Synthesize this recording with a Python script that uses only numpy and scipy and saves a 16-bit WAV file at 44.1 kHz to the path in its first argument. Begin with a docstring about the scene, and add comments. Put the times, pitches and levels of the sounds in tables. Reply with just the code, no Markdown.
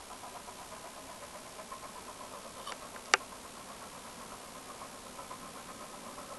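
"""Steam chuffs first: an unseen locomotive climbs through spruce forest at about eight exhaust beats a second.
Each blast is shaped noise with ringing chimney notes and an echo off the bank; wheels rumble ever louder below.
Close by, a plastic camera body is brushed and clicks a few times: rasping noise and short, damped modes.
Its electronics hiss and buzz steadily in repeating bursts, over a low murmur of open air.
A faint noise, mostly in the treble and near 2.5 kHz, differs at left and right."""
import sys
import numpy as np
from scipy import signal
from scipy.fft import rfft, irfft
from scipy.io import wavfile
from scipy.ndimage import uniform_filter1d

SR = 44100
rng = np.random.default_rng(int(sys.argv[2]) if len(sys.argv) > 2 else 0)


def dump_mix(stems):
    """Bounce the given channels to the path in sys.argv[1] as a 16-bit WAV at rate SR."""
    frames = np.atleast_2d(stems).T  # one column per channel
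    limited = np.clip(frames, -1, 1)  # hard clip at full scale
    pcm = np.round(limited * 32767).astype(np.int16)
    wavfile.write(sys.argv[1], SR, pcm)


N = 281358
TIME = np.arange(N) / SR
FREQ = np.maximum(np.arange(N // 2 + 1) * SR / N, 1)

# the four strokes of one wheel turn, uneven through the valve setting: [lateness_s, level_db]
STROKES = [(-0.002, -1.2), (-0.002, 0), (0.002, 1.0), (0.001, 1.5)]
# exhaust strength as it carries through the trees: [time_s, level_db, bark_share_db]
CARRY = [(0, -45.5, -3), (0.2, -45, 0.5), (0.65, -46.5, -1.5), (1.5, -47.5, 2.5), (1.85, -45.5, -8),
         (2.35, -45.5, -0.5), (2.7, -45.5, -0.5), (3.1, -49, -4), (3.9, -48.5, -7), (4.25, -47.5, -6),
         (4.5, -50, 0), (4.8, -45.5, -5.5), (5.0, -51, 3), (5.22, -44, -3.5), (5.6, -47.5, -5),
         (6.38, -45.5, 1.5)]
# beats that arrive sharp and unblurred: [time_s, extra_level_db, extra_ring_db]
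SHARP_BEATS = [(0.48, 3, 3), (1.592, 3.5, -3), (1.7239, 5.5, 8.5), (1.963, 2.5, 7), (5.315, 2, 2.5)]
SHARP_RISE_S, SHARP_DECAY_S = 0.008, 0.035
# each gap is a little longer, as the climb slows the engine
FIRST_BEAT_S, BEAT_GAP_S, GAP_GROWTH_S = -0.0074, 0.12303, 0.00004
# puff times at the start and at the end of the approach
RISE_S, DECAY_S = (0.016, 0.026), (0.039, 0.053)


def beats():
    """Yield time_s, level_db, rise_s, decay_s and extra_ring_db for every stroke of the cylinders."""
    for k in range(int(TIME[-1] / BEAT_GAP_S) + 1):
        late_s, stroke_db = STROKES[k % len(STROKES)]
        beat_s = FIRST_BEAT_S + k * (BEAT_GAP_S + k * GAP_GROWTH_S / 2) + late_s
        level_db = curve(CARRY, beat_s)[0] + stroke_db
        beat = beat_s, level_db, drift(RISE_S, beat_s), drift(DECAY_S, beat_s), 0
        for sharp_s, extra_db, ring_db in SHARP_BEATS:
            if abs(sharp_s - beat_s) < BEAT_GAP_S / 2:
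                beat = sharp_s, level_db + extra_db, SHARP_RISE_S, SHARP_DECAY_S, ring_db
        yield beat


# the chimney's hollow note starts lower and settles as the engine comes round the bend,
# while the low bark sinks to its own pitch
RING_HZ, RING_SAG_HZ = 1047.7, 82
BARK_HZ, BARK_EXCESS_HZ = 570, 201
SETTLE_S = 0.95
UPPER_RING_HZ, UPPER_RING_DB = 1270, (-9.5, -1.5)  # level at the start, at the end


def chimney_rings(beat_s, extra_ring_db, ring_db=0.4, bark_db=0.7):
    """The chimney resonates with a hollow note, a ring above it and a lower bark: [pitch_hz, width_hz, level_db]."""
    bend = np.exp(-beat_s / SETTLE_S)
    return [(RING_HZ - RING_SAG_HZ * bend, 70, ring_db + extra_ring_db),
            (UPPER_RING_HZ, 90, drift(UPPER_RING_DB, beat_s)),
            (BARK_HZ + BARK_EXCESS_HZ * bend, 85, bark_db + curve(CARRY, beat_s)[1])]


# steam jet heard through the trees: [pitch_hz, density_db per Hz]
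JET = [(150, -11), (330, -10), (480, -1), (780, 4), (1050, 4.5), (1300, 1), (1480, -13), (1800, -14),
       (2400, -15), (4000, -30)]
# airy top of a puff: [pitch_hz, density_db per Hz]
AIR = [(900, -30), (1500, -2), (1800, -7), (2100, -5.5), (2350, -2.5), (2650, -16), (6000, -32)]
# level of that airy top over time: [time_s, level_db]
AIRY = [(0, -21), (1.1, -2), (2.4, -16), (3.6, -10), (6.38, -9)]


def exhaust(lag_s, roundness=1.36, turbulence_db=1.2, ring_scatter=0.027, air_scatter_db=2.5):
    """Every cylinder stroke sends a turbulent jet up the chimney; the trees blur its attack."""
    out = np.zeros(N)
    steam = bank_echo(coloured(JET), lag_s)
    air_level_db = curve(AIRY, TIME)[0] + air_scatter_db * walk(7.2)
    jet = steam + undb(air_level_db) * coloured(AIR)
    turbulence = undb(turbulence_db * walk(160))
    for beat_s, level_db, rise_s, decay_s, extra_ring_db in beats():
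        near = np.flatnonzero(abs(TIME - beat_s) < .2)
        age_s = TIME[near] - beat_s
        puff = np.exp(-abs(age_s / np.where(age_s < 0, rise_s, decay_s)) ** roundness)
        blast = unit(puff * jet[near])
        for pitch_hz, width_hz, share_db in chimney_rings(beat_s, extra_ring_db):
            # each puff rings slightly off the nominal pitch
            scattered_hz = pitch_hz * (1 + ring_scatter * rng.standard_normal())
            ring = resonate(rng.standard_normal(len(near)), scattered_hz, width_hz)
            blast = blast + undb(share_db) * unit(puff * ring)
        puff_rms = np.sqrt(np.mean(puff ** 2))
        add(out, unit(blast * turbulence[near]) * puff_rms * undb(level_db), near[0])
    return out


BANK_LAG_S = (0.005, 0.0038)  # echo delay at the start, at the end


def bank_echo(x, lag_s, share=0.25):
    """A reflection off the bank hollows the sound; the notches slide as the engine nears."""
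    return unit(x + share * np.interp(TIME - lag_s, TIME, x))


# wheels and wagons: [pitch_hz, density_db per Hz]
RUMBLE = [(60, -23), (130, -11.5), (170, -2.5), (235, 0.5), (275, -1), (320, -13), (385, -4.5),
          (460, -27.5), (800, -29)]
RUMBLE_DB = (-60, -55)  # at the start, at the end


def wheels():
    """Rolling wheels and wagons: low noise that swells steadily over the approach."""
    return coloured(RUMBLE) * undb(drift(RUMBLE_DB, TIME))


# steam noise scattered by the forest: [pitch_hz, density_db per Hz]
WASH = [(200, -15), (400, -3.5), (560, 0.5), (720, -2), (870, -2), (1040, 0), (1150, -6), (1300, -4),
        (1450, -9.5), (1600, -7.5), (1800, -13), (2300, -11), (2800, -14.5), (5000, -23.5)]
WASH_DB = (-53, -53.5)  # at the start, at the end


def forest_wash(lag_s, sway_db=0.5):
    """Earlier beats lingering between the trunks, as a continuous noise bed that sways slightly."""
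    level_db = drift(WASH_DB, TIME) + sway_db * walk(14)
    return bank_echo(coloured(WASH), lag_s) * undb(level_db)


# modes of the plastic camera body: [pitch_hz, level_db, t60_s]
BODY = [(388, -28.5, 0.095), (502, -27, 0.07), (756, -21.5, 0.044), (866, -23, 0.042), (1198, -16.5, 0.031),
        (1385, -16, 0.032), (1560, -18, 0.036), (1816, -10.5, 0.011), (2280, -15.5, 0.026),
        (2510, -27.5, 0.054), (2800, -16, 0.019), (3650, -18.5, 0.01), (4600, -13.5, 0.0082),
        (5680, -12.5, 0.0078), (7460, -13, 0.0059), (10200, -27, 0.0058)]


def body_response(rattle_db=-32, rattle_t60_s=0.1):
    """The plastic shell's modes, neighbours in opposite sign, and a brief rattle of its inner parts."""
    t = TIME[:SR // 5]
    modes = np.zeros(len(t))
    for k, (pitch_hz, level_db, t60_s) in enumerate(BODY):
        decay = undb(level_db - 60 * t / t60_s)
        modes += (-1) ** k * decay * np.sin(2 * np.pi * pitch_hz * t)
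    # rattle colour: [pitch_hz, density_db per Hz]
    rattle = coloured([(80, -14), (250, -5), (1100, 0), (2800, -1), (3400, -16), (12000, -40)])[:len(t)]
    return modes + rattle * undb(rattle_db) * np.exp(-np.log(1000) * t / rattle_t60_s)


# skin rasping on plastic: [pitch_hz, width_hz, level_db]
RASP = [(1116, 140, 7), (3050, 290, 2), (3630, 200, -1.5), (4560, 400, -3), (5740, 450, -6),
        (9500, 4100, -1)]
# a finger slides over the body: [peak_s, level_db, half_length_s]
BRUSHES = [(2.608, -54, 0.04), (2.687, -42.5, 0.025)]


def brushes(body, grain_db=4, shell_db=-12, rasp_db=0.5):
    """Skin catches on plastic in uneven grains, rasping directly and exciting the shell."""
    grains = rng.standard_normal(N) * undb(grain_db * walk(780))
    rasp = unit(sum(undb(db) * unit(resonate(grains, hz, width_hz)) for hz, width_hz, db in RASP))
    shell = unit(signal.fftconvolve(grains, body)[:N])
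    rubbed = undb(shell_db) * shell + undb(rasp_db) * rasp
    strokes = sum(undb(db) * np.exp(-((TIME - peak_s) / half_s) ** 2) for peak_s, db, half_s in BRUSHES)
    return rubbed * strokes


# clicks of the body: [start_s, level_db, lowest_hz, highest_hz], the last two bounding the excited band
CLICKS = [(2.7211, -21, 150, 12000), (2.961, -21.5, 1340, 1760), (3.0577, -27, 4000, 8000),
          (3.1372, 0, 150, 11000), (3.1422, -13.5, 1100, 1900)]


def clicks(body):
    """Sharp contacts strike the shell; each excites its own band of the body's modes."""
    out = np.zeros(N)
    for start_s, level_db, low_hz, high_hz in CLICKS:
        band_hz = [low_hz, np.clip(high_hz, low_hz + 100, SR / 2 - 100)]
        contact = signal.butter(1, band_hz, "band", fs=SR, output="sos")
        add(out, undb(level_db) * signal.sosfilt(contact, body), int(start_s * SR))
    return out


# hiss and buzz of the circuits: [pitch_hz, density_db per Hz]
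HISS = [(100, -1), (300, 3.5), (1000, 4.5), (2200, 1), (3200, 2.5), (5000, 2.1), (7800, 1.5), (8800, 1.8),
        (10500, 2), (12000, -0.5)]
HISS_DB, BUZZ_HZ = -51, 66.05


def electronics(busy=.68, start=.38, idle_db=-3.5, buzz_db=-1.0, size=668):
    """Circuits leak a burst of hash on every work cycle: part repeats exactly, part is fresh hiss."""
    # busy and start are fractions of a cycle
    cycle = (TIME * BUZZ_HZ - start) % 1
    # each harmonic of the buzz sounds at its own moment inside the burst
    turns = np.cumsum(busy * rng.random(size // 2 + 1))
    pattern = unit(irfft(np.exp(-2j * np.pi * turns), 20 * size))
    buzz = np.interp(cycle, np.linspace(0, 1, len(pattern)), pattern)
    hiss = unit(rng.standard_normal(N) * np.where(cycle < busy, 1, undb(idle_db)))
    return undb(HISS_DB) * shape(hiss + undb(buzz_db) * buzz, HISS)


# low murmur of the open air: [pitch_hz, density_db per Hz]
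OPEN_AIR = [(15, -5), (33, -2), (50, 0), (70, -5), (100, -2), (140, -9.5), (300, -8.5), (1000, -42)]


def open_air(level_db=-63):
    """Open air murmurs as steady noise, mostly at the bottom of the spectrum."""
    return undb(level_db) * coloured(OPEN_AIR)


# faint noise, different at left and right, mostly in the treble and near 2.5 kHz: [pitch_hz, density_db per Hz]
STEREO_NOISE = [(1200, -67), (2000, -1), (2800, 8), (3500, -44), (5500, -29), (7500, 12), (12000, 4)]


def stereo_noise(level_db=-70.0):
    """A faint noise, drawn afresh on each call so that left and right differ."""
    return undb(level_db) * coloured(STEREO_NOISE)


def undb(db):
    """Decibels to gain."""
    return 10 ** (np.asarray(db) / 20)


def unit(x):
    """Scale to rms 1."""
    return x / np.sqrt(np.mean(x ** 2))


def shape(x, points):
    """Filter by a spectrum of [pitch_hz, level_db] points; rms 1."""
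    hz, db = np.transpose(points)
    gain = undb(np.interp(np.log(FREQ), np.log(hz), db))
    return unit(irfft(rfft(x) * gain, N))


def coloured(points):
    """Noise of rms 1 with a spectrum of [pitch_hz, density_db per Hz] points."""
    return shape(rng.standard_normal(N), points)


def walk(rate_hz):
    """Random levels held for 1 / rate_hz seconds and slewed twice; spread near 0.8."""
    hold = max(int(SR / rate_hz), 1)
    steps = np.repeat(rng.standard_normal(N // hold + 1), hold)
    return 1.1 * uniform_filter1d(uniform_filter1d(steps, hold), hold)[:N]


def resonate(x, pitch_hz, width_hz):
    """A resonance applied twice, for steep skirts; width_hz is that of a single pass."""
    b, a = signal.iirpeak(pitch_hz, pitch_hz / width_hz, fs=SR)
    return signal.lfilter(b, a, signal.lfilter(b, a, x))


def drift(ends, time_s):
    """A quantity that moves evenly from its start value to its end value."""
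    return np.interp(time_s, [0, TIME[-1]], ends)


def curve(table, time_s):
    """The value columns of a table, interpolated at time_s."""
    times, *columns = np.transpose(table)
    return [np.interp(time_s, times, column) for column in columns]


def add(out, x, start):
    """Mix x into out from a sample on."""
    out[start:start + len(x)] += x[:len(out) - start]


def scene():
    """Distant train, near handling and buzz sound alike at left and right; a faint noise differs between them."""
    lag_s = drift(BANK_LAG_S, TIME)
    distant = exhaust(lag_s) + wheels() + forest_wash(lag_s) + open_air()
    body = body_response()
    mono = distant + brushes(body) + clicks(body) + electronics()
    return np.array([mono + stereo_noise() for _ in range(2)])


TOP_HZ = 11800


def record(dry):
    """The camera cuts the top steeply."""
    low_pass = signal.ellip(12, .1, 70, TOP_HZ, fs=SR, output="sos")  # 0.1 dB ripple, 70 dB stopband
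    return signal.sosfilt(low_pass, dry)


dry = scene()
out = record(dry)
dump_mix(out)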